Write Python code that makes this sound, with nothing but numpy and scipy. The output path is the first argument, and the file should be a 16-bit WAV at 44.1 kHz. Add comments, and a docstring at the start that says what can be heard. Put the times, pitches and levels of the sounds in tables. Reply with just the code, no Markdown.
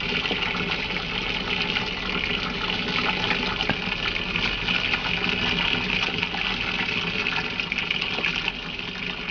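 """At the open lid of a top-loading washing machine, water pours into the steel drum.
The stream breaks into slugs: noise bursts and short pings spatter on the steel and fall as spray,
slap the wet bottom, trap rising bubbles and stir the air resonances of the tub.
Fat drops, bright ticks, bubble plops and heavy gulps stand out; one plastic knock brings a soft thud.
Low hum and rumble lie beneath; a small microphone with a limiter and a narrow band takes it all in."""
import sys
import numpy as np
from scipy import signal
from scipy.fft import rfft, irfft, next_fast_len
from scipy.io import wavfile
from scipy.ndimage import uniform_filter1d, minimum_filter1d, map_coordinates

SR = 44100
rng = np.random.default_rng(int(sys.argv[2]) if len(sys.argv) > 2 else 0)


def generate_wav(sig):
    """Save sig (samples, or channels by samples) to the path in sys.argv[1] as 16-bit PCM at SR."""
    pcm = np.round(np.clip(np.atleast_2d(sig).T, -1, 1) * 32767).astype(np.int16)
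    wavfile.write(sys.argv[1], SR, pcm)


N = 410130

# Spatter on the steel wall. Each row: frequency in Hz, relative level in dB.
STEEL_COLOUR = [(900, -37), (1850, -20.5), (2150, -8), (2470, 2), (2720, -4), (3030, 0), (3350, -8),
                (3700, -20.5), (5000, -28.5), (7000, -73.5)]
# Mist of fine drops. Each row: frequency in Hz, relative level in dB.
SPRAY_COLOUR = [(1500, -35.5), (3000, -5), (3650, 1.5), (4300, -4), (5100, -6), (5500, -12), (6000, -14),
                (6500, -25), (6900, -40.5), (7400, -66.5)]
# Hollow ring of the drum around the landing spot. Each row: frequency in Hz, width in Hz, relative level in dB.
DRUM_MODES = [(643, 27, -6.5), (766.7, 35, -1.5), (853.5, 55, -1), (941, 49, -0.5), (1085, 130, -3.5),
              (1183, 64, -1), (1377, 157, 0.5), (1486, 113, 2.5), (1730, 80, -3), (1993, 37, 3.5)]
# The microphone leans in over the drum. Each row: time in seconds, closeness from 0 far to 1 close.
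LEAN_IN = [(3.2, 0.23), (4.3, 0.92)]


def amp(db):
    """Decibels to gain."""
    return 10 ** (np.asarray(db) / 20)


def unit(x):
    """Scaled to rms 1."""
    return x / np.sqrt(np.mean(x ** 2) + 1e-20)


def along(points, hz):
    """(Hz, value) points joined on a log frequency axis."""
    f, v = np.transpose(points)
    return np.interp(np.log(hz + 1), np.log(f + 1), v)


def curve(points):
    """(s, value) points joined by straight lines, one value per sample."""
    return np.interp(np.arange(N) / SR, *np.transpose(points))


def wobble(rate):
    """A smooth random curve, rate knots a second."""
    return map_coordinates(rng.standard_normal(int(N * rate / SR) + 4), [np.arange(N) * rate / SR])


def swell(at_s, half_s):
    """A rounded rise and fall, 1 at its peak."""
    return np.exp(-np.minimum(((np.arange(N) / SR - at_s) / half_s) ** 2, 20))


def filtered(x, response):
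    """x with its spectrum multiplied by a complex response of frequency."""
    size = 2 * next_fast_len(N // 2 + SR // 2)
    return irfft(rfft(x, size) * response(np.fft.rfftfreq(size, 1 / SR)), size)[:N]


def coloured(x, spectrum):
    """x through a causal (minimum-phase) filter with the given (Hz, dB) outline."""
    def response(hz):
        # folding the cepstrum forward in time makes the filter causal
        cepstrum = irfft(np.log(amp(along(spectrum, hz))))
        cepstrum[1:len(hz) - 1] *= 2
        cepstrum[len(hz):] = 0
        return np.exp(rfft(cepstrum))
    return filtered(x, response)


def band(f, centre_hz, width_hz):
    """Response of one resonance, 1 at its centre."""
    return 1j * f * width_hz / (centre_hz ** 2 - f * f + 1j * f * width_hz)


def resonate(x, modes):
    """x through parallel (Hz, width, dB) resonances of alternating sign."""
    def response(f):
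        return sum((-1) ** k * amp(db) * band(f, hz, width) for k, (hz, width, db) in enumerate(modes))
    return filtered(x, response)


def place(times, sounds):
    """Sum of short sounds (one a row), each starting at its time."""
    at = np.round(times * SR).astype(int)[:, None] + np.arange(sounds.shape[1])
    return np.bincount(at.ravel(), sounds.ravel(), N)[:N]


def ping(hz, rise_s):
    """Rounded rings of a few cycles, one a row."""
    t = np.arange(SR // 150) / SR
    envelope = (t / rise_s * np.exp(1 - t / rise_s)) ** 2
    return np.sin(2 * np.pi * hz * t) * envelope


def struck(modes, contact_s):
    """What one short push rings out of a set of resonances, with peak 1."""
    t = np.arange(SR // 8) / SR
    ring = resonate(t * np.exp(-t / contact_s), modes)[:len(t)]
    return ring / np.abs(ring).max()


def in_drum(x, wet_db, count=4):
    """Direct sound plus the drum's short echo, which shifts as the stream wanders."""
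    # Echo inside the drum. Each row: frequency in Hz, time in seconds to decay by 60 dB.
    decay = [(200, 0.083), (1000, 0.15), (3000, 0.14), (7000, 0.033)]
    hz, t, z = signal.stft(rng.standard_normal((count, SR // 6)), SR, nperseg=256)
    tails = signal.istft(z * amp(-60 * t / along(decay, hz)[:, None]), SR, nperseg=256)[1]
    tails = tails / np.linalg.norm(tails, axis=1, keepdims=True)
    tails = np.pad(tails, ((0, 0), (SR // 600, 0)))  # a short gap before the echo
    knots = rng.standard_normal((count, 14))
    paths = np.array([np.interp(np.arange(N), np.linspace(0, N, len(k)), k) for k in knots])
    echoes = signal.oaconvolve(x[None], tails, axes=1)[:, :N]
    return x + amp(wet_db) * np.sum(paths * echoes, axis=0) / np.linalg.norm(paths, axis=0)


def landing():
    """Levels in dB of boom, slap, spatter and spray: one loudness, shared out by where the jet lands."""
    # Loudness of the stream as heard; the gain ducks after the knock and briefly near the end.
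    # Each row: time in seconds, level in dB.
    heard = [(0, -27.5), (.25, -28.5), (.9, -30), (1.7, -28.5), (1.95, -30.5), (2.3, -30), (3.3, -27.5),
             (3.74, -31), (4.45, -29.5), (4.75, -29), (5.0, -28.5), (5.2, -28), (5.7, -28), (6.3, -30),
             (6.6, -28), (7.35, -28.5), (7.7, -32.5), (8.2, -30.5), (8.35, -31), (8.47, -31.5),
             (8.53, -37.5), (8.58, -35), (8.63, -34.5), (9.3, -31.5)]
    # The boom drifts as the microphone moves over the lid. Each row: time in seconds, level in dB.
    boom_heard = [(0, -1), (3.0, -0.4), (4.8, -2), (5.7, -0.5), (6.6, -1.3), (7.6, 0), (9.3, -0.5)]
    # A thick piece of the jet lands. Each row: time in seconds, rise in dB,
    # landing spot from 0 wet bottom to 1 steel wall.
    thick_pieces = [(.48, 4, .1), (.715, 10, 0.65), (1.61, 3.5, 0.59), (1.765, 3, 0.6), (2.055, 6.5, 0.046),
                    (2.151, 4.5, .1), (2.43, 1, 0.57), (2.465, 5.5, 0.055), (2.65, 3.5, 0.13),
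                    (2.93, 3.5, 0.89), (2.99, 7, 0.35), (3.09, 5, 0.15), (3.26, 6, .15), (3.309, 8, 0.3),
                    (3.47, 5.5, 0.86), (3.619, 9.5, 0.59), (4.04, 5.5, 0.81), (4.45, 8, 0.8),
                    (4.68, 3.5, 0.3), (4.755, 3.5, 1), (4.94, 9.5, 0.39), (5.06, 0, 0.12), (5.48, 4, 0.35),
                    (5.89, 1, .8), (5.95, 6, 0.52), (6.04, 8.5, 0.46), (6.98, 4, .7), (7.38, 7.5, 0.28),
                    (8.301, 5.5, 0.94), (8.37, 3, 1), (8.46, 3.5, 0.85)]
    # The stream digs into the pool and the tub booms. Each row: time in seconds, rise in dB,
    # half length in seconds.
    digs = [(0.643, 6.5, 0.087), (1.695, 4.5, 0.055), (2.135, 4.5, 0.044), (2.864, 6, 0.029),
            (3.87, 5.5, 0.023), (4.362, 6.5, 0.03), (4.489, 10, 0.016), (5.439, 6, 0.048),
            (5.756, 6.5, 0.025), (5.914, 4.5, 0.048), (6.14, 5.5, 0.035), (6.974, 4.5, 0.015)]
    loudness = curve(heard) + 0.66 * wobble(14)  # the whole jet flutters
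    lean = curve(LEAN_IN)
    rises = [(db * swell(s, half_s=0.02), spot) for s, db, spot in thick_pieces]
    on_bottom = sum(rise * np.cos(spot * np.pi / 2) for rise, spot in rises)
    on_wall = sum(rise * np.sin(spot * np.pi / 2) for rise, spot in rises)
    # a splash on the bottom also stirs the tub's boom
    in_pool = sum(db * swell(s, half_s) for s, db, half_s in digs) + 0.41 * on_bottom
    # the landing spot wanders, so each part also swells on its own
    wander_per_s = 16
    boom = -5.5 + curve(boom_heard) + in_pool + 0.5 * wobble(wander_per_s)
    slap = -7 - 0.5 * lean + on_bottom + 1.02 * wobble(wander_per_s)
    spatter = -1.0 + 0.5 * lean + 0.57 * on_wall + 1.2 * wobble(wander_per_s)
    spray = -10.5 + 0.5 * lean + on_wall + 1.23 * wobble(wander_per_s)
    return loudness + boom, loudness + slap, loudness + spatter, loudness + spray


def impacts(slugs, own_db, scatter_s, wash_db, count):
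    """Each slug bursts into count droplets of its own strength, over an even wash of fine spray."""
    times, size_db = slugs
    size = amp(size_db + own_db * rng.standard_normal(len(times)).clip(-2, 2))
    delays = scatter_s * rng.exponential(size=(len(times), count))
    lands = times[:, None] + delays * rng.uniform(.2, 1.8, (len(times), 1))
    pushes = size[:, None] * rng.standard_normal(lands.shape)
    train = unit(place(lands.ravel(), pushes.reshape(-1, 1))) + amp(wash_db) * rng.standard_normal(N)
    # automatic gain: power is levelled over a fifth of a second, so the patter stays even
    return train / np.sqrt(np.abs(uniform_filter1d(train ** 2, SR // 5)) + 1e-9)


def splashes(slugs, centre_hz, spread, own_db, scatter_s, count):
    """Each slug has its own pitch and breaks into count pinging drops near it, each weaker than the last."""
    times, size_db = slugs
    pitch, strength = rng.standard_normal((2, len(times), 1)).clip(-1.6, 1.6)
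    gaps = scatter_s * rng.exponential(size=(len(times), count))
    lands = times[:, None] + np.cumsum(gaps, axis=1)
    hz = centre_hz * np.exp(spread * (pitch + .5 * rng.standard_normal(lands.shape)))
    size = amp(size_db[:, None] + own_db * strength - np.arange(count))  # 1 dB down per drop
    return unit(place(lands.ravel(), size.reshape(-1, 1) * ping(hz.reshape(-1, 1), rise_s=0.00063)))


def bubbles(count, centre_hz, spread, cycles, size_db):
    """Trapped air pockets ring briefly and rise in pitch."""
    t = np.arange(SR // 30) / SR
    hz = centre_hz * np.exp(spread * rng.standard_normal((count, 1)))
    age = t * hz / cycles  # in decay times
    size = amp(size_db * np.minimum(rng.exponential(size=(count, 1)), 3))
    tone = np.sin(2 * np.pi * hz * t * (1 + 0.031 * np.minimum(age, 4)))
    rings = size * tone * np.exp(-age) * (1 - np.exp(-5 * age))
    return unit(place(rng.uniform(0, N / SR, count), rings))


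def tub_air(blows):
    """The tub's boom; its modes are heard in another balance as the microphone leans in."""
    # Air in the tub. Each row: frequency in Hz, width in Hz, relative level in dB from afar,
    # relative level in dB from close by.
    air_modes = np.array([(103.2, 8.1, -9, -8), (166.5, 19, -4.5, -4), (185.2, 14, -0.5, -0.5),
                          (245.4, 10.5, -4, -3.5), (317.5, 53, -16, -16), (347.3, 20, -15, -11),
                          (398, 14, -5.5, -7.5), (431.5, 15, -5.5, -9), (491, 35, -13, -22.5),
                          (581.4, 12, -17, -16)])
    far = resonate(blows, air_modes[:, [0, 1, 2]])
    near = resonate(blows, air_modes[:, [0, 1, 3]])
    lean = curve(LEAN_IN)
    return blows.std() * unit((1 - lean) * far + lean * near)


def stream(count=900):
    """The same slugs of water drive the steel wall, the spray, the wet bottom and the air of the tub."""
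    boom_db, slap_db, spatter_db, spray_db = landing()
    # the jet pinches off at a loosely even pace
    times = (np.arange(count) + rng.uniform(0, 2, count)) * N / SR / count
    slugs = times, 1.1 * rng.standard_normal(count).clip(-2, 2)
    # drops on the thin steel ping near one pitch
    spatter = impacts(slugs, own_db=3.0, scatter_s=.004, wash_db=-3.0, count=6)
    spatter = unit(coloured(spatter, STEEL_COLOUR))
    pings = splashes(slugs, centre_hz=2637, spread=0.1, own_db=2.0, scatter_s=.0013, count=2)
    wall = unit(in_drum(pings + amp(-2.0) * spatter, wet_db=-7.0))
    # what bounces off comes down as fine, bright spray
    mist = coloured(impacts(slugs, own_db=5.0, scatter_s=.007, wash_db=-4.0, count=14), SPRAY_COLOUR)
    fizz = splashes(slugs, centre_hz=4080, spread=0.13, own_db=3.5, scatter_s=.003, count=3)
    spray = unit(in_drum(unit(mist) + amp(-5.0) * fizz, wet_db=-6.5))
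    # water meeting water slaps and traps bubbles
    slap = resonate(impacts(slugs, own_db=5.5, scatter_s=.003, wash_db=-6.0, count=6), DRUM_MODES)
    plips = bubbles(count=1100, centre_hz=1271.0, spread=0.264, cycles=4.75, size_db=2.0)
    bottom = unit(in_drum(unit(slap) + amp(-5.0) * plips, wet_db=-11.0))
    # the air in the tub booms under the blows
    blows = amp(boom_db) * impacts(slugs, own_db=3.5, scatter_s=.004, wash_db=-5.0, count=4)
    boom = tub_air(blows)
    return amp(spatter_db) * wall + amp(spray_db) * spray + amp(slap_db) * bottom + boom


def background():
    """Low hum and rumble of the house: wavering sines and dark noise, drifting slowly in level."""
    # Hum. Each row: frequency in Hz, level in dB rms ahead of the drift.
    hum_tones = [(26.4, -50.5), (43.0, -44)]
    # Rumble. Each row: frequency in Hz, relative level in dB.
    rumble_colour = [(15, -25), (30, -7), (50, 1), (65, 1.5), (130, 0), (300, -4), (600, -6.5),
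                     (2000, -23.5), (7000, -67.5)]
    t = np.arange(N) / SR
    hum = np.zeros(N)
    for hz, db in hum_tones:
        level = amp(db + 2.2 * wobble(4.5)) * np.sqrt(2)
        hum += level * np.sin(2 * np.pi * hz * t + .3 * wobble(3.6))
    rumble = amp(-40.0) * unit(coloured(rng.standard_normal(N), rumble_colour))
    drift_db = np.interp(t, [0, 3.4, 5.6, 6.4, 9.3], [0, 1.5, 1.0, -2.5, -5.5])
    return (hum + rumble) * amp(drift_db)


def fat_drops():
    """A fat drop pings for a few cycles, a smaller one trails it, and its splash patters down."""
    # The fattest drops on the drum wall. Each row: start in seconds, relative level in dB, pitch in Hz.
    drops = [(0.158, -14, 2700), (0.1973, -11, 2900), (0.2562, -8.5, 2830), (0.5077, -12.5, 2400),
             (.719, -11.5, 2670), (0.826, -11.5, 2270), (0.9648, -10.5, 2300), (1.178, -11, 3000),
             (1.294, -15, 2440), (1.368, -13.5, 2950), (1.5025, -13.5, 2900), (1.529, -14.5, 2470),
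             (1.7, -8.5, 2750), (1.7593, -12, 2270), (1.7686, -8.5, 2730), (2.0939, -11.5, 2600),
             (2.237, -10, 2290), (2.2706, -14, 2780), (2.3054, -13, 2530), (2.35, -9.5, 2760),
             (2.792, -13.5, 2480), (2.959, -11.5, 2370), (2.986, -11.5, 2500), (3.045, -13, 2440),
             (3.095, -13.5, 2580), (3.2404, -9, 3060), (3.303, -8.5, 2370), (3.331, -16, 2510),
             (3.609, -9.5, 2940), (3.7035, -10, 2770), (3.9198, -11.5, 2560), (4.045, -14, 3050),
             (4.077, -9.5, 2380), (4.163, -11, 2300), (4.3585, -11, 2740), (4.441, -16.5, 2410),
             (4.475, -10.5, 2460), (4.688, -18.5, 2850), (4.762, -9, 2550), (4.8452, -12.5, 2440),
             (4.936, -6.5, 2260), (4.9466, -14.5, 2340), (5.112, -13.5, 2630), (5.243, -11.5, 2520),
             (5.291, -10.5, 2590), (5.3176, -12, 2700), (5.3317, -11.5, 2670), (5.444, -12, 2800),
             (5.5105, -13, 2800), (5.608, -10, 2350), (5.6803, -8.5, 2600), (5.731, -7, 2770),
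             (5.9, -10.5, 2520), (5.93, -11.5, 2380), (5.9661, -11.5, 2440), (6.026, -13, 2500),
             (6.068, -11, 2560), (6.14, -13.5, 2400), (6.2298, -4.5, 2590), (6.413, -10, 2560),
             (6.608, -12.5, 2560), (6.6878, -15.5, 2600), (6.74, -13, 2510), (6.811, -16, 2700),
             (6.9386, -13, 2550), (6.973, -10.5, 2520), (7.268, -7.5, 2500), (7.284, -11.5, 2630),
             (7.362, -11, 2880), (7.596, -7.5, 2600), (7.7193, -9.5, 2340), (7.779, -11, 2700),
             (7.787, -11.5, 2330), (7.873, -15.5, 2600), (7.908, -7, 2400), (7.962, -14, 2850),
             (8.019, -10, 2720), (8.185, -14.5, 2540), (8.2456, -9, 2520), (8.26, -12.5, 2480),
             (8.3788, -10, 2760), (8.48, -7, 2750), (8.7915, -15.5, 2650), (9.0647, -16, 2450)]
    s, db, hz = np.transpose(drops)[:, :, None]
    t = np.arange(SR // 25) / SR
    splash = amp(db - 5.0) * rng.standard_normal((len(s), len(t))) * np.exp(-t / .005)
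    starts = s[:, 0] + .0005
    patter = place(starts, splash)
    lag, detune = rng.uniform((.5, .88), (1.5, 1.12), (len(s), 2)).T
    rings = place(starts, amp(db - 1.4) * ping(hz, rise_s=0.0008))
    trailing = amp(db - 7) * ping(hz * detune[:, None], rise_s=.0006)
    rings += place(starts + .0028 * lag, trailing)
    on_steel = coloured(patter, STEEL_COLOUR)
    mist = amp(-8) * coloured(patter, SPRAY_COLOUR)
    hollow = amp(-8.5) * resonate(patter, DRUM_MODES)
    return in_drum(rings + on_steel + mist + hollow, wet_db=-11.5)


def gulps():
    """A heavy slug plunges into the pool with a short, hollow thump, and its splash falls back."""
    # Heavy gulps into the pooled water. Each row: start in seconds, relative level in dB.
    plunges = [(0.3096, -16), (3.17, -22.5), (6.084, -20), (8.1853, -19.5)]
    # The cavity that a gulp opens. Each row: frequency in Hz, width in Hz, relative level in dB.
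    cavity = [(200, 52, -2.5), (440, 74, 4), (795, 140, -4), (1380, 300, -16)]
    s, db = np.transpose(plunges)
    thump = struck(cavity, contact_s=0.00013)
    fade = np.exp(-np.arange(len(thump)) / SR / 0.008)
    splash = rng.standard_normal((len(s), len(thump))) * fade
    size = amp(db)[:, None]
    falling_back = amp(3.5) * resonate(place(s, size * splash), cavity)
    return in_drum(place(s, size * thump) + falling_back, wet_db=-8.0)


def plops():
    """A large bubble closes with a small slap and rings, its pitch climbing."""
    # Large bubbles trapped in the pool. Each row: start in seconds, relative level in dB,
    # pitch in Hz that the climb passes after one ring time.
    large_bubbles = [(0.463, -25, 1350), (.546, -19.5, 1260), (.603, -20.5, 1390), (.698, -19.5, 860),
                     (1, -23, 1300), (1.764, -17.5, 1470), (1.833, -22.5, 854), (2.052, -21, 1320),
                     (2.151, -16, 1350), (2.388, -23, 1330), (2.461, -17.5, 1290), (2.634, -17.5, 1370),
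                     (2.681, -21, 1030), (2.984, -15.5, 1300), (3.084, -16, 1400), (3.086, -19, 850),
                     (3.249, -25, 856), (3.305, -15, 1800), (3.325, -18, 1810), (3.484, -25, 885),
                     (3.52, -16, 1290), (4.059, -17, 1370), (4.452, -18, 1450), (4.756, -18, 1420),
                     (4.947, -23, 1350), (5.05, -17.5, 1380), (5.065, -21, 870), (5.241, -18, 1360),
                     (5.453, -19.5, 840), (5.486, -21, 1720), (5.598, -20, 930), (5.659, -20, 925),
                     (5.747, -22, 1440), (5.806, -20, 930), (6.031, -23, 1160), (6.23, -16.5, 956),
                     (6.345, -21.5, 796), (6.384, -19.5, 1730), (6.458, -21, 1450), (6.688, -20.5, 1460),
                     (7.325, -16.5, 1434), (7.385, -20.5, 929), (7.387, -19, 1720), (8.149, -20.5, 915),
                     (8.26, -18.5, 1700), (8.335, -21.5, 1470), (8.407, -27, 1400), (8.478, -22, 923)]
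    ring_s, attack_s, climb_per_s = 0.0034, 0.00067, 16  # the climb is relative to the pitch
    s, db, hz = np.transpose(large_bubbles)[:, :, None]
    t = np.arange(SR // 25) / SR
    tone = np.sin(2 * np.pi * hz * t * (1 + climb_per_s * (t / 2 - ring_s)))
    ring = tone * np.exp(-t / ring_s) * (1 - np.exp(-t / attack_s))
    slap = rng.standard_normal((len(s), len(t))) * np.exp(-t / 0.0046)
    rings = place(s[:, 0], amp(db + 0.8) * ring)
    slaps = resonate(place(s[:, 0], amp(db + 2.0) * slap), DRUM_MODES)
    return in_drum(rings + slaps, wet_db=-8.5)


def ticks():
    """A small droplet gives a very short, bright ping and a puff of mist."""
    # Small, fast droplets on the steel. Each row: start in seconds, relative level in dB, pitch in Hz.
    droplets = [(0.7622, -23, 4200), (1.618, -17.5, 4360), (2.4314, -14, 3630), (3.016, -25.5, 4080),
                (3.2196, -22, 4320), (3.351, -24, 4400), (3.461, -16.5, 3650), (4.0816, -18, 3600),
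                (4.4534, -20, 4630), (4.9352, -22, 4350), (5.5154, -23, 3910), (6.0257, -21.5, 3860),
                (6.563, -25, 4540), (7.3638, -20, 3700), (7.786, -24, 5230), (8.021, -18, 4240),
                (8.98, -20, 3630)]
    s, db, hz = np.transpose(droplets)[:, :, None]
    t = np.arange(SR // 50) / SR
    puff = amp(db + 3.5) * rng.standard_normal((len(s), len(t))) * np.exp(-t / 0.0022)
    mist = coloured(place(s[:, 0], puff), SPRAY_COLOUR)
    pings = place(s[:, 0], amp(db - 1.5) * ping(hz, rise_s=.0004))
    return in_drum(pings + mist, wet_db=-8.5)


def knock():
    """A sharp plastic knock pushes the rim in and rings it and the drum; a soft cabinet thud follows."""
    # The plastic rim. Each row: frequency in Hz, width in Hz, relative level in dB.
    rim_modes = [(815, 140, 9), (1200, 300, 2), (1610, 70, 14.5), (2030, 120, -2), (2960, 400, -4)]
    knock_s, thud_s = 3.6948, 3.7095
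    push = -amp(-11) * struck([(300, 550, 0)], contact_s=0.00026)
    rim = amp(-6.5) * struck(rim_modes, contact_s=.00008)
    drum = amp(-24) * struck(DRUM_MODES, contact_s=0.00013)
    thud = amp(-16) * struck([(183, 100, -3)], contact_s=0.00055)
    return in_drum(place(np.array([knock_s, thud_s]), np.array([push + rim + drum, thud])), wet_db=-12)


def at_microphone(x):
    """The drum's standing waves lift or cancel narrow bands; the pattern shifts as the microphone leans in."""
    # Standing waves from afar. Each row: frequency in Hz, width in Hz, lift in dB.
    waves_far = [(535, 35, -4.5), (870, 33, 7), (943, 39, -6.5), (947, 43, -7), (1125, 31, -5),
                 (1290, 60, 2), (1587, 110, -12), (1770, 35, 1.5), (1946, 35, -7), (2200, 30, 6.5),
                 (2290, 26, -3), (2536, 62, -5.5), (2720, 39, -3), (4190, 120, 6.5)]
    # The same from close by. Each row: frequency in Hz, width in Hz, lift in dB.
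    waves_close = [(758, 45, 3.5), (882, 28, -10.5), (915, 35, 4), (1010, 31, -3.5), (1060, 25, 2.5),
                   (1090, 30, -4.5), (1230, 36, 0), (1736, 40, 5), (1814, 29, -4.5), (1924, 65, -10),
                   (2076, 130, -4), (2340, 36, -3), (2465, 110, 3), (2960, 38, -1), (3310, 70, -3),
                   (3570, 90, -4.5), (4350, 41, 3.5), (4530, 53, 2.5)]

    def pattern(waves):
        def response(f):
            return np.prod([1 + (amp(db) - 1) * band(f, hz, width) for hz, width, db in waves], axis=0)
        return filtered(x, response)
    lean = curve(LEAN_IN)
    return (1 - lean) * pattern(waves_far) + lean * pattern(waves_close)


def scene():
    """Everything at the open lid."""
    water = at_microphone(stream() + fat_drops() + gulps() + plops() + ticks())
    return (water + background() + knock())[None]


def record(dry):
    """A limiter ducks the tallest peaks; a steep low-pass then removes what lies above the band limit."""
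    top_hz = 7050
    needed = np.minimum(1, .46 / (np.abs(dry[0]) + 1e-9))
    gain = uniform_filter1d(minimum_filter1d(needed, SR // 100), SR // 200)

    def low_pass(hz):
        return 1 / (1 + (hz / top_hz) ** 80) * (hz < top_hz + 300)
    return filtered(dry[0] * gain, low_pass)[None]


dry = scene()
out = record(dry)
generate_wav(out)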